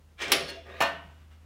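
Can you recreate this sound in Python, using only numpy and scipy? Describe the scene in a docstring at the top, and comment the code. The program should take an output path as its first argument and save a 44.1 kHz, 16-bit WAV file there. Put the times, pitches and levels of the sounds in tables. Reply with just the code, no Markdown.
"""An aluminium block clacks against the steel of a drill press in a small workshop, as a hand tap comes free.
The freed tap holder slides down its guide and lands on the table with a clunk.
Each blow is clicks and short noise bursts, ringing modes and a fading room tail.
The block also scrapes the table and grazes the tap: tiny random slips make rasp and keep the metal ringing.
Short squeaks and soft thuds join in; a sleeve rustles over a low hum and room air."""
import sys
import numpy as np
from scipy import signal
from scipy.fft import rfft, irfft
from scipy.io import wavfile

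SR = 44100
rng = np.random.default_rng(int(sys.argv[2]) if len(sys.argv) > 2 else 0)


def materialize(psi):
    """Save the field psi as 16-bit PCM at rate SR to the path in sys.argv[1].

    A 1-D psi becomes a single channel; in a 2-D psi each row is a channel.
    """
    bounded = np.clip(np.atleast_2d(psi).T, -1, 1)
    quanta = np.round(bounded * 32767).astype(np.int16)
    wavfile.write(sys.argv[1], SR, quanta)


N = 63945
TIME = np.arange(N) / SR  # seconds
BINS_HZ = np.fft.rfftfreq(N, 1 / SR)


def amp(db):
    """Decibels to gain."""
    return 10 ** (np.asarray(db) / 20)


def rms(x):
    """Root-mean-square size of a signal."""
    return np.sqrt(np.mean(x ** 2))


def unit(x):
    """Scales to rms 1."""
    return x / np.sqrt(np.mean(x ** 2) + 1e-20)


def read(points, hz):
    """Reads a table between its points, on a log-frequency axis."""
    f, value = np.transpose(points)
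    return np.interp(np.log(hz + 1), np.log(f), value)


def level(curve):
    """Gain over time from a dB curve, falling steeply to silence outside it."""
    s, db = np.transpose(curve)
    outside_s = np.maximum(0, np.maximum(s[0] - TIME, TIME - s[-1]))
    return amp(np.interp(TIME, s, db) - 500 * outside_s)


def colour(x, points):
    """Gives a steady signal a spectrum, at rms 1."""
    return unit(irfft(rfft(x) * amp(read(points, BINS_HZ)), N))


def hiss(points):
    """Coloured noise at rms 1."""
    return colour(rng.standard_normal(N), points)


def onset(start, rise_s):
    """Opens smoothly from 0 towards 1 after the start."""
    return 1 - np.exp(-np.maximum(TIME - start, 0) / rise_s)


def ring_down(start, db, t60):
    """Gain that falls by 60 dB in t60 seconds after the start."""
    return amp(db - 60 * np.maximum(TIME - start, 0) / t60)


def die_away(x, start, early_db=0, early_s=.03):
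    """Each band fades at about the room's rate, after a stronger early part."""
    # How fast the room goes quiet. Each row: frequency in Hz, time to fall 60 dB in seconds.
    room_fade = [(150, 0.19), (400, 0.67), (1000, 0.48), (2800, 0.46), (7000, 0.31), (15000, 0.26)]
    hz, t, z = signal.stft(x, SR, nperseg=256)
    age = np.maximum(t - start, 0)
    fade_db = early_db * np.exp(-age / early_s) - 60 * age / read(room_fade, hz)[:, None]
    return signal.istft(z * amp(fade_db), SR, nperseg=256)[1][:N]


def in_room(x):
    """Direct sound plus a diffuse tail, at about unchanged power."""
    wet = amp(-1.5)  # tail beside the direct sound
    tail = die_away(rng.standard_normal(N), 0) * onset(0.0044, 0.00053)
    tail = tail / np.linalg.norm(tail)
    return (x + wet * signal.fftconvolve(x, tail)[:N]) / np.hypot(1, wet)


def narrow(hz, width_hz):
    """A crowd of close frequencies: a rough, wavering ring at rms 1."""
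    off = (BINS_HZ - hz) / width_hz
    random_phase = np.exp(2j * np.pi * rng.random(len(off)))
    return unit(irfft(random_phase / (1 + 2 * off ** 2), N))


def cracks(contacts, spectrum, rise_s, t60):
    """A sharp click and a very short noise burst at each contact."""
    snap_db = 6  # click relative to its burst
    power = sum((onset(s, rise_s) * ring_down(s, db, t60)) ** 2 for s, db in contacts)
    burst = hiss(spectrum) * np.sqrt(power)
    clicks = sum(amp(db + snap_db) * (np.arange(N) == round((s + rise_s) * SR)) for s, db in contacts)
    shape = amp(read(spectrum, BINS_HZ))
    return burst + irfft(rfft(clicks) * shape / shape.mean(), N)


def struck(start, modes, rise_s):
    """Modes ringing down after a blow, each beating with a close, weaker neighbour."""
    beat_hz, beat_db = 11, -14  # typical distance and relative level of the neighbour
    age = np.maximum(TIME - start, 0)
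    out = np.zeros(N)
    for (hz, db, t60), (a, b, split) in zip(modes, rng.random((len(modes), 3))):
        side = (-1) ** int(2 * b)  # neighbour above or below
        near_hz = hz + beat_hz * (.5 + split) * side
        out += ring_down(start, db, t60) * np.sin(2 * np.pi * (hz * age + a))
        out += ring_down(start, db + beat_db, t60) * np.sin(2 * np.pi * (near_hz * age + 2 * b))
    return onset(start, rise_s) * out


def shimmer(start, clusters):
    """Clusters of close modes ringing down after a blow."""
    crowd = sum(narrow(hz, width) * ring_down(start, db, t60) for hz, width, db, t60 in clusters)
    return onset(start, .002) * crowd


def slips():
    """Tiny stick-slip clicks of uneven size at random moments, at rms 1."""
    grains_per_s, spread_db = 2500, 3  # averages
    size = amp(spread_db * np.minimum(rng.exponential(1, N), 4))
    sign = rng.choice([-1, 1], N)
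    return unit(size * sign * (rng.random(N) < grains_per_s / SR))


def clumps():
    """Gain that wavers quickly as the surfaces grip and let go."""
    depth_db, speed_hz = 0.5, 132
    return unit(amp(depth_db * np.clip(narrow(0, 2 * speed_hz), -2, 2)))


def rubbed(curve, modes):
    """Slips keep a set of modes ringing, each with its share of the power."""
    force = level(curve)
    drive = slips() * force
    out = np.zeros(N)
    for hz, db, t60 in modes:
        one_slip = ring_down(0, 0, t60) * np.sin(2 * np.pi * hz * TIME)
        out += amp(db) * unit(signal.fftconvolve(drive, one_slip)[:N])
    return unit(out) * rms(force)


def block_clack():
    """The aluminium block hits steel and rattles: bright cracks, a ring and the room."""
    # The contacts. Each row: start in seconds, level in dB.
    contacts = [(.3184, -10.5), (.3197, -8.5), (.3215, -13), (.3247, -12.5), (.3275, -22.5), (.3307, -22),
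                (.3358, -27.5)]
    # Tone of the cracks, then of the room tail. Each row: frequency in Hz, relative level in dB.
    crack_tone = [(100, -26), (400, -15.5), (1000, -1), (2200, -0.5), (3800, 6), (5500, 3.5), (8000, -6.5),
                  (10500, 1), (13000, -7.5), (16000, -4)]
    tail_tone = [(60, -39), (150, -16), (300, -0.5), (600, -0.5), (930, -11), (1200, 0), (1600, -3),
                 (2300, 1), (3300, 0.5), (5000, -2.5), (8000, -13.5), (11000, -15), (12300, -21.5),
                 (14500, -16), (16000, -36)]
    # Ringing of the block. Each row: frequency in Hz, level in dB, time to fall 60 dB in seconds.
    block_modes = [(383, -33, 0.7), (567, -36.5, 0.66), (800, -32.5, 0.32), (1168, -35.5, 0.33),
                   (2070, -34, 0.37), (2233, -24, 0.16), (3060, -30, 0.37), (3147, -23.5, 0.1),
                   (3250, -31.5, 0.17), (3660, -29, 0.22)]
    # Its crowded top modes. 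Each row: centre in Hz, width in Hz, level in dB, time to fall 60 dB in seconds.
    top_modes = [(5400, 160, -40, 0.59), (9770, 200, -35, .22), (10790, 100, -38, 0.29),
                 (14200, 900, -45.5, .18)]
    start = contacts[0][0]
    tail = die_away(hiss(tail_tone), start, early_db=6.0, early_s=0.026)
    crack = cracks(contacts, crack_tone, rise_s=0.00034, t60=0.013)
    ring = struck(start, block_modes, rise_s=0.0025) + shimmer(start, top_modes)
    return crack + ring + amp(-23.5) * tail * onset(start, 0.0038)


def holder_clunk():
    """The tap holder lands and chatters on the table: duller blows, a ring and the room."""
    # The contacts, then bright ticks of the holder's loose parts. Each row: start in seconds, level in dB.
    contacts = [(.8047, -25.5), (.8061, -17.5), (.8125, -18.5), (.8148, -31.5), (.8195, -19.5),
                (.8255, -28), (.837, -31)]
    tick_times = [(.8045, -36), (.8110, -38), (.8217, -30), (.8336, -40)]
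    # Tone of the blows, the ticks and the room tail. Each row: frequency in Hz, relative level in dB.
    blow_tone = [(60, -15), (200, -12.5), (550, 0.5), (950, 8), (1600, -3.5), (2700, 1), (4200, -27),
                 (7000, -21.5), (10000, -25.5), (15500, -28.5)]
    tick_tone = [(1500, -20), (4000, -12), (6000, 8), (9000, -2), (12500, -1), (15000, 1.5)]
    tail_tone = [(60, -69), (150, -1.5), (400, -10), (600, -9), (950, -0.5), (1500, -3), (2100, -7),
                 (2900, -4.5), (3500, -10), (4300, -17), (5500, -18.5), (8000, -25), (11000, -28.5),
                 (14500, -31), (16000, -31)]
    # Ringing of the table. Each row: frequency in Hz, level in dB, time to fall 60 dB in seconds.
    table_modes = [(286.4, -37.5, 0.5), (563, -24, 0.29), (660, -25.5, 0.43), (691.3, -27.5, 0.47),
                   (943, -35.5, 0.52), (985, -27, 0.087), (1070, -29.5, 0.38), (1176, -25.5, 0.28),
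                   (1517, -30, 0.49), (1793, -23, 0.36), (1883, -34.5, 0.5), (2463, -19.5, 0.14),
                   (2776, -23, 0.23), (2907, -23, 0.22), (2910, -38, 0.55), (862, -34, 0.43)]
    # Its crowded upper modes. Each row: centre in Hz, width in Hz, level in dB, time to fall 60 dB in seconds.
    upper_modes = [(3800, 270, -36, 0.22), (4295, 100, -34, 0.26), (5330, 130, -42, 0.2)]
    start = contacts[0][0]
    tail = die_away(hiss(tail_tone), start, early_db=2.5, early_s=0.055)
    ticks = cracks(tick_times, tick_tone, rise_s=0.00021, t60=0.032)
    ring = struck(start, table_modes, rise_s=0.013) + shimmer(start, upper_modes)
    blows = cracks(contacts, blow_tone, rise_s=0.00052, t60=0.032)
    return blows + ticks + ring + amp(-25.5) * tail * onset(start, 0.0074)


def rubbing():
    """Block on table, block on tap, holder in its guide: slips rasp in the room and keep the parts ringing."""
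    # Strength of each rubbing. Each row: time in seconds, level in dB.
    scrape = [(.172, -73), (.185, -52.5), (.204, -38.5), (.216, -32), (.222, -32.5), (.245, -35.5),
              (.268, -44), (.316, -35.5), (.335, -64)]
    graze = [(.39, -61), (.405, -43), (.44, -49.5), (.476, -47.5), (.485, -37), (.502, -39.5),
             (.515, -58.5), (.56, -58), (.59, -70.5)]
    slide = [(.635, -67), (.665, -51.5), (.70, -50), (.735, -47.5), (.76, -48), (.803, -45.5), (.815, -79)]
    # Tone of each rasp. Each row: frequency in Hz, relative level in dB.
    scrape_tone = [(60, -28), (180, -20.5), (400, -2), (900, -5), (1400, 0.5), (2200, -0.5), (3500, -2.5),
                   (5500, -20), (9000, -22.5), (11000, -35), (15500, -35.5)]
    graze_tone = [(60, -23.5), (150, 7), (400, 2.5), (900, -7.5), (2000, -1), (4400, -3.5), (6000, -11.5),
                  (10000, -26.5), (15500, -38)]
    slide_tone = [(60, -15), (280, -33), (500, 14), (850, -5), (1270, -1), (1500, -2), (1900, 6),
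                  (2800, -1.5), (4100, -8.5), (5200, -16), (9000, -26.5), (15500, -29)]
    # Ringing of block, tap and holder. Each row: frequency in Hz, relative level in dB,
    # time to fall 60 dB in seconds.
    block_modes = [(1865, 1, 0.055), (2127, 3, 0.045), (2352, 7, 0.12), (2790, -8, 0.05), (3145, -1.5, .06),
                   (3850, -5.5, 0.039), (5344, -8, 0.025), (6050, -10.5, .015), (13550, -22, .012)]
    tap_modes = [(934, -10, 0.2), (1640, -0.5, 0.33), (1826, -3.5, .18), (2800, -1.5, 0.39),
                 (3380, -6.5, 0.24), (3425, 0, 0.64), (4290, 3.5, 0.08), (4570, -2.5, 0.06),
                 (5093, -14, .18), (8600, -11, 0.05), (9700, -9, 0.03), (13910, -16.5, 0.08)]
    holder_modes = [(1214, -1.5, 0.07), (1660, -1.5, 0.04), (1838, -3.5, 0.041), (2440, -6, 0.033)]
    rasp = colour(slips(), scrape_tone) * level(scrape)
    rasp += colour(slips(), graze_tone) * level(graze)
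    rasp += colour(slips(), slide_tone) * level(slide)
    catches = edge_catches()
    ring = amp(-3) * rubbed(scrape, block_modes)
    ring += amp(-1) * rubbed(graze, tap_modes)
    ring += amp(-3.5) * rubbed(slide, holder_modes)
    return in_room(amp(-1.5) * rasp * clumps() + catches) + ring


def edge_catches():
    """The block's edge catches on the table, then on the tap: small cracks."""
    # The catches. Each row: start in seconds, level in dB.
    catch_times = [(.2030, -39), (.2180, -28), (.2220, -27), (.2815, -33.5), (.4815, -43), (.4960, -45)]
    # Their tone. Each row: frequency in Hz, relative level in dB.
    catch_tone = [(300, -12.5), (2300, 7), (5500, 0.5), (9000, -8.5), (12000, -23), (15500, -28)]
    return cracks(catch_times, catch_tone, rise_s=0.00095, t60=0.036)


def press_groan():
    """The low ring that the rubbing draws from the press, driven by its own slips."""
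    # Strength of the low ring. Each row: time in seconds, level in dB.
    strength = [(.18, -66.5), (.225, -42), (.31, -37), (.38, -42.5), (.46, -48), (.55, -49.5), (.63, -63.5),
                (.675, -47.5), (.75, -51), (.81, -60)]
    # Ringing of the press. Each row: frequency in Hz, relative level in dB, time to fall 60 dB in seconds.
    press_modes = [(317, -13, .1), (385.6, -3.5, 0.2), (426, 1, 0.093), (500, -2, 0.16), (571, -3.5, .14),
                   (675, 3, 0.27)]
    return rubbed(strength, press_modes)


def squeaks():
    """Metal rubbing on metal squeaks briefly: narrow noise that swells and fades."""
    # Each row: loudest moment in seconds, length in seconds, pitch in Hz, width in Hz, level in dB.
    squeak_list = [(.588, .062, 676, 12, -48.5), (.738, .03, 3710, 80, -58), (.778, .026, 3860, 160, -57)]
    out = np.zeros(N)
    for peak_s, length_s, hz, width_hz, db in squeak_list:
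        swell = np.exp(-2 * ((TIME - peak_s) / length_s) ** 2)
        out += amp(db) * unit(swell * narrow(hz, width_hz)) * rms(swell)
    return out


def bumps():
    """Handling the parts makes soft low thuds: a few slow-rising low modes."""
    # The thuds. Each row: start in seconds, level in dB.
    thuds = [(0.338, -38), (0.412, -36.5), (0.808, -68), (0.918, -41), (1.035, -42.5)]
    # Their ringing. Each row: frequency in Hz, level relative to the thud in dB, time to fall 60 dB in seconds.
    thud_modes = [(144, -5.5, 0.23), (159, -0.5, 0.21), (188, -3, .15)]
    return sum(amp(db) * struck(s, thud_modes, rise_s=0.026) for s, db in thuds)


def sleeve():
    """A jacket sleeve rustles: coloured slips of the cloth in the room."""
    # Strength of the rustle. Each row: time in seconds, level in dB.
    strength = [(0, -72.5), (.15, -73), (1.08, -62), (1.16, -65.5), (1.21, -64), (1.29, -72.5),
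                (1.318, -58), (1.37, -71), (1.45, -67.5)]
    # Its tone. Each row: frequency in Hz, relative level in dB.
    cloth_tone = [(60, 5), (170, 13), (400, -10), (1000, 3.5), (3000, -2), (5000, -11.5), (9000, -18.5),
                  (15500, -22)]
    return in_room(colour(slips(), cloth_tone) * level(strength))


def machine_hum():
    """A low machine hum: one sine wave of changing strength."""
    # Strength of the hum. Each row: time in seconds, rms level in dB.
    strength = [(0, -57.5), (.32, -57), (.5, -54.5), (.78, -51), (.92, -54.5), (1.05, -52.5), (1.45, -53.5)]
    hum_hz = 78.1
    return np.sqrt(2) * level(strength) * np.sin(2 * np.pi * (hum_hz * TIME + rng.random()))


def room_air():
    """Steady room air: noise that is strongest in the bass."""
    # Tone of the air. Each row: frequency in Hz, relative level in dB.
    air_tone = [(20, -23), (35, -5.5), (50, 14), (100, -2), (160, 1), (300, -7.5), (700, -13),
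                (2000, -23.5), (6000, -25.5), (15500, -32.5)]
    return amp(-61) * hiss(air_tone)


def scene():
    """Everything at one microphone."""
    friction = rubbing() + press_groan() + squeaks()
    blows = block_clack() + holder_clunk() + bumps()
    background = machine_hum() + room_air() + sleeve()
    return (friction + blows + background)[None]


def record(dry):
    """The microphone's bass roll-off, then a steep band limit."""
    rumble_cut_hz, edge_hz = 48, 15900
    bass_cut = signal.butter(4, rumble_cut_hz, "high", fs=SR, output="sos")
    thin = signal.sosfilt(bass_cut, dry)
    treble_cut = signal.firwin(401, edge_hz, window=("kaiser", 9), fs=SR)
    return signal.oaconvolve(thin, treble_cut[None], "same")


dry = scene()
out = record(dry)
materialize(out)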